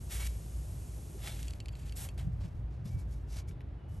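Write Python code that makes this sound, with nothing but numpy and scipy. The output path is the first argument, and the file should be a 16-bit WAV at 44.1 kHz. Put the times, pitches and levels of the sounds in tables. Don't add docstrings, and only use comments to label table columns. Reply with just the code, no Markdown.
import sys
import numpy as np
from scipy import signal
from scipy.fft import rfft, irfft
from scipy.io import wavfile
from scipy.ndimage import uniform_filter1d

SR = 44100
rng = np.random.default_rng(int(sys.argv[2]) if len(sys.argv) > 2 else 0)


def generate_wav(signal):
    frames = np.transpose(np.atleast_2d(signal))
    scaled = np.clip(frames, -1, 1) * 32767
    pcm = np.round(scaled).astype(np.int16)
    wavfile.write(sys.argv[1], SR, pcm)


N = 176400
T = np.arange(N) / SR
FREQS = np.fft.rfftfreq(N, 1 / SR) + 1

# f/Hz, relative level/dB, time to fade by 60 dB/s
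BLADE_MODES = [(2570, -4, .05), (2715, -5, .07), (3130, -3, .028), (3300, -3, .028), (4500, -2, .055),
               (4872, -7, .03), (6280, -8, .025), (6900, -3, .028), (7370, -4, .028)]


def wipe(strokes, spectrum, grains, low_hz):
    # f/Hz, relative level/dB, time to fade by 60 dB/s
    flange_modes = [(1925, -10, .14), (2265, -1, .08), (2288, 0, .2), (2858, -10, .16), (3346, -9, .08),
                    (3539, -5, .18), (3810, -6, .18), (4235, -7, .16), (5117, -13, .12), (5880, -12, .12)]
    lowest_hz = flange_modes[0][0]
    rub = highpass(grains, low_hz)
    out = 0
    for start, length, attack, release, db, tilt, ring_db, ring_tilt in strokes:
        pressure = undb(db) * stroke(start, length, attack, release)
        modes = [(hz, gain + ring_tilt * np.log2(hz / lowest_hz), t60) for hz, gain, t60 in flange_modes]
        ringing = ring(pressure * grains, modes)
        out += pressure * unit(colour(rub, spectrum, tilt)) + undb(ring_db) * ringing
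    return out


def rag():
    # start/s, length/s, attack/s, release/s, level/dB,
    # tilt/(dB per octave), ring against rub/dB, ring tilt/(dB per octave)
    strokes = [(.085, 0.069, 0.032, 0.17, -40.5, 0.1, -18, 3),
               (.196, 0.036, 0.0066, 0.014, -48, -1.5, -2.5, -5),
               (.232, 0.042, 0.043, 0.0024, -40, 0, -36.5, -7),
               (1.95, 0.098, 0.019, 0.041, -42, 2.5, -28, -15)]
    # f/Hz, relative level/dB
    spectrum = [(400, -6), (750, -0.5), (1100, -5), (1800, 0.5), (2300, 1.5), (3200, 2), (4300, -0.5),
                (6000, 1), (8500, 2.5), (11500, -1.5), (13000, 1)]
    return wipe(strokes, spectrum, friction(spread_db=0, flutter_db=0), low_hz=397)


def glove():
    strokes = [(2.08, 0.5, 0.026, 0.15, -76, 1.5, -21, 3), (2.395, 0.075, 0.013, 0.024, -61, -7, -30, 2),
               (2.705, 0.057, 0.0039, 0.15, -71, -5, -28, -2),
               (2.84, 0.031, 0.019, 0.044, -55.5, 1, -6.5, 12),
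               (2.895, 0.057, 0.017, 0.072, -67.5, 3, -37, -10),
               (2.965, 0.048, 0.028, 0.036, -64, 1.5, -19, 0), (3.04, 0.091, 0.097, 0.13, -65, 2, -11, 0),
               (3.265, 0.088, 0.089, 0.041, -52, -1, -22, -10),
               (3.35, 0.052, 0.021, 0.022, -56, -2, -23, 17), (3.47, 0.017, 0.017, 0.036, -56, 2, -3, -1),
               (3.88, 0.16, 0.013, .05, -70, 5.5, -23, 0)]
    # f/Hz, relative level/dB
    spectrum = [(700, 1.5), (1400, -5), (2400, 0.5), (3400, 0), (5000, 4), (6500, 2.5), (9000, -1.5),
                (11500, -4), (12800, -14.5)]
    return wipe(strokes, spectrum, friction(spread_db=2, flutter_db=2), low_hz=690)


def singing():
    # start/s, length/s, level/dB
    rubs = [(2.84, .16, -67), (3.31, .11, -68)]
    pitch_hz = 2286
    pressure = sum(undb(db) * stroke(at, length, attack=.02, release=.05) for at, length, db in rubs)
    return pressure * undb(2.5 * walk(40)) * np.sin(2 * np.pi * pitch_hz * T + .8 * walk(40))


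def screwdriver():
    # t/s, level/dB, tilt/(dB per octave), relative ring level/dB, favoured f/Hz
    ticks = [(1.4297, -44.5, 5, -14, 4500), (1.482, -42.5, 4, 1, 3200), (1.5072, -47.5, 5, -3, 3200),
             (1.5352, -48.5, 0, -8, 3300), (1.6028, -44, -2, 1, 2700), (1.6585, -48, 0, -8, 3200),
             (1.6845, -49.5, 2, 3, 4500), (1.7535, -52, -3, -7, 3100), (1.895, -52.5, -2, -3, 3200),
             (1.9235, -47, -1, -2, 2730), (2.0888, -52, 5, 11.5, 2600)]
    # f/Hz, relative level/dB
    spectrum = [(500, -61), (1400, -11), (2900, 12), (3600, 0.5), (4500, 11), (5700, -0.5), (7300, 3),
                (11000, -6.5), (12500, -51.5)]
    crack_s, grip_detune, scatter_db = .0017, .012, 2
    favour_db, favour_octaves = 5, .2
    out = np.zeros(N)
    noise = highpass(rng.standard_normal(N), 860)
    for at, db, tilt, ring_db, favoured_hz in ticks:
        modes = []
        for hz, gain, t60 in BLADE_MODES:
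            gain += favour_db * np.exp(-(np.log2(hz / favoured_hz) / favour_octaves) ** 2)
            hz *= 1 + grip_detune * rng.standard_normal()
            modes.append((hz, gain + scatter_db * rng.standard_normal(), t60))
        blade = undb(ring_db - 9) * response(modes)
        span = slice(int(at * SR), int(at * SR) + len(blade))
        crack = 2 * np.exp(-T[:len(blade)] / crack_s) * unit(colour(noise, spectrum, tilt))[span]
        out[span] += undb(db) * (crack + blade)
    return out


def scrape():
    grit = friction(spread_db=3, flutter_db=4)
    pressure = stroke(start=1.7, length=.19, attack=.03, release=.03)
    return undb(-68) * pressure * unit(ring(grit, BLADE_MODES))


def scuffs():
    strokes = [(1.17, 0.13, 0.099, 0.041, -44, -1.5, -7.5, 11),
               (1.309, 0.11, 0.015, 0.22, -53.5, -1, -23, 2), (1.7, 0.19, 0.13, 0.12, -58.5, -1.2, -38, 0),
               (1.975, 0.075, 0.033, 0.06, -51.5, -8, -18, -2),
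               (2.176, 0.035, 0.0013, 0.041, -51.5, -3.5, -14, -5)]
    # f/Hz, relative level/dB
    spectrum = [(300, -2), (560, -2), (780, 1.5), (1000, -10), (1350, -4), (1850, -1.5), (2400, 0.5),
                (3700, 0), (5500, -2), (8000, 0.5), (11500, -4)]
    return wipe(strokes, spectrum, friction(spread_db=2, flutter_db=2), low_hz=310)


def taps():
    # t/s, level/dB, tilt/(dB per octave)
    contacts = [(1.2735, -34, 1), (1.689, -47, 4), (3.511, -53, -2), (3.6068, -51, 0), (3.616, -57, 2)]
    spectrum = [(600, -8), (1400, 0), (3000, 1), (4200, -9), (7000, -24)]  # f/Hz, relative level/dB
    decay_s = .003
    noise = highpass(rng.standard_normal(N), 600)
    out = 0
    for at, db, tilt in contacts:
        fade = (T >= at) * np.exp(-np.abs(T - at) / decay_s)
        out += undb(db) * fade * unit(colour(noise, spectrum, tilt))
    return out


def knock():
    modes = [(395, 2, .051), (444, 0, .056)]
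    push = stroke(start=1.135, length=.011, attack=.02, release=.018) * rng.standard_normal(N)
    return undb(-43) * ring(push, modes)


def bumps():
    # start/s, length/s, centre f/Hz, level/dB
    pushes = [(2.225, .11, 118, -37.5), (2.42, .07, 145, -44), (2.845, .045, 145, -42),
              (2.92, .1, 100, -38)]
    out = np.zeros(N)
    for start, length, hz, db in pushes:
        band = signal.butter(3, [hz / np.sqrt(2), hz * np.sqrt(2)], "band", fs=SR, output="sos")
        span = slice(int(start * SR), int((start + length) * SR))
        thud = signal.sosfilt(band, rng.standard_normal(N))[span]
        out[span] += undb(db) * unit(thud * np.hanning(len(thud)))
    return out


def hiss():
    # f/Hz, relative level/dB
    spectrum = [(500, 12), (1500, -12), (2500, 0), (4500, -0.5), (6800, 5), (9000, 5), (11500, 2),
                (12500, -2.5)]
    hold_s, fade_s = 1.41, .053
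    fade = np.exp(-np.maximum(T - hold_s, 0) / fade_s)
    return undb(-56.5) * fade * unit(colour(rng.standard_normal(N), spectrum))


def squeal():
    swell = stroke(start=3.76, length=.21, attack=.023, release=.088)
    return undb(-74.5) * swell * tone(hz=2960, waver=.0083, rate=29.5)


def traffic():
    # f/Hz, relative level/dB
    spectrum = [(20, -63), (35, -7), (48, -2.5), (75, 2), (105, 0.5), (150, -6), (200, -18), (340, -22),
                (450, -28), (700, -30.5), (1100, -37), (2200, -44), (3500, -50), (5500, -60),
                (11000, -73.5)]
    # f/Hz, side against middle/dB
    width = [(30, -61), (60, -29.5), (125, -16), (250, -10), (500, -4), (1200, -2.5), (3000, -8),
             (10000, -13)]
    # t/s, relative level/dB
    rumble_swells = [(0.0, -47), (1.99, -47), (2.41, -40), (2.51, -48), (2.54, -41), (2.68, -46),
                     (2.99, -43.5), (3.05, -43.5), (3.46, -48.5), (3.49, -43.5), (3.8, -52), (3.97, -42.5)]
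    # t/s, relative level/dB
    drone_swells = [(0.0, -37), (0.19, -33.5), (0.62, -35), (0.68, -46.5), (0.97, -33.5), (1.1, -46),
                    (1.46, -33.5), (1.63, -42.5), (1.73, -35.5), (2.04, -42), (2.33, -28), (2.61, -56),
                    (2.65, -30), (2.88, -51), (3.11, -33.5), (4.0, -49.5)]
    # f/Hz, level/dB
    hum_tones = [(352, -73), (420, -75), (600, -75)]
    split_hz, sine_peak = 226, np.sqrt(2)
    middle, side = (colour(rng.standard_normal(N), spectrum) for _ in range(2))
    side = colour(side, width)
    stereo = np.array([middle + side, middle - side])
    low = irfft(rfft(stereo) / (1 + (FREQS / split_hz) ** 8), N)
    rumble = unit(low) * undb(along_time(rumble_swells) + 6)
    road = unit(stereo - low) * undb(-56.5 + .13 * walk(16))
    drone = tone(hz=56.95, waver=.0356, rate=14) * undb(along_time(drone_swells) - 3 + 2 * walk(12.5))
    hum = sum(undb(db + 2 * walk(1.3)) * tone(hz, waver=.00391, rate=14) for hz, db in hum_tones)
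    return rumble + road + sine_peak * (drone + hum)


def friction(spread_db, flutter_db, catches_per_s=5500):
    catches = (rng.random(N) < catches_per_s / SR) * rng.standard_normal(N)
    catches *= undb(spread_db * np.minimum(rng.exponential(size=N), 5))
    rub = unit(catches) + 1.72 * rng.standard_normal(N)
    return unit(rub * undb(flutter_db * walk(107)))


def stroke(start, length, attack, release):
    rise = np.clip((T - start) / attack, 0, 1) ** 1.41
    return rise * np.exp(-2 * np.maximum(T - start - length, 0) / release)


def response(modes):
    t = T[:SR // 3]
    return sum(undb(db) * np.sin(2 * np.pi * hz * t) * np.exp(-np.log(1000) * t / t60)
               for hz, db, t60 in modes)


def ring(force, modes):
    one_tap = response(modes)
    return signal.oaconvolve(force, one_tap)[:N] / np.linalg.norm(one_tap)


def tone(hz, waver, rate):
    return np.sin(2 * np.pi * np.cumsum(hz * (1 + waver * walk(rate))) / SR)


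def walk(rate):
    window = int(SR / rate)
    smoothed = uniform_filter1d(rng.standard_normal(N), window, mode="wrap")
    return unit(uniform_filter1d(smoothed, window, mode="wrap"))


def colour(x, spectrum, tilt=0):
    slope_db = tilt * np.log2(np.maximum(FREQS, 1000) / 1000)
    return irfft(rfft(x) * undb(along_hz(spectrum) + slope_db), N)


def highpass(x, hz):
    return signal.sosfilt(signal.butter(2, hz, "high", fs=SR, output="sos"), x)


def along_hz(points):
    hz, value = np.array(points).T
    return np.interp(np.log(FREQS), np.log(hz), value)


def along_time(points):
    return np.interp(T, *np.array(points).T)


def undb(db):
    return 10 ** (np.asarray(db) / 20)


def unit(x):
    return x / (x.std() + 1e-12)


def scene():
    # f/Hz, side against middle/dB
    ground_spectrum = [(800, -13), (2500, -12.5), (6000, -28.5), (12500, -10)]
    # f/Hz, phase/rad
    left_lead = [(500, 0), (1050, .6), (1600, -.2), (3000, .45), (5000, .4), (6000, 0), (8000, .3),
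                 (8800, 0), (9200, -1.4), (10250, -3.14), (11000, -4.5), (11900, -6.28), (12400, -6.4),
                 (13200, -7.6)]
    direct = rag() + glove() + scuffs() + screwdriver() + taps() + singing() + scrape()
    direct += knock() + bumps() + hiss() + squeal()
    echo_s = .0085
    echoes = rng.standard_normal(N // 100) * np.exp(-T[:N // 100] / echo_s)
    reflected = signal.fftconvolve(direct, echoes / np.linalg.norm(echoes))[:N]
    side = colour(reflected, ground_spectrum)
    right = irfft(rfft(direct) * np.exp(-1j * along_hz(left_lead)), N)
    return np.array([direct + side, right - side]) + traffic()


def record(dry):
    # f/Hz, gain/dB
    treble_shape = [(8500, -2.5), (10200, 2.5), (11400, 6), (12200, -6.5), (12900, -6.5), (13600, -60)]
    fade_s, top_hz = .01, 15800
    ease = np.minimum(np.minimum(T, T[::-1]) / fade_s, 1)
    lowpass = signal.ellip(8, .2, 70, top_hz, fs=SR, output="sos")
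    return signal.sosfilt(lowpass, colour(ease * dry, treble_shape))


dry = scene()
out = record(dry)
generate_wav(out)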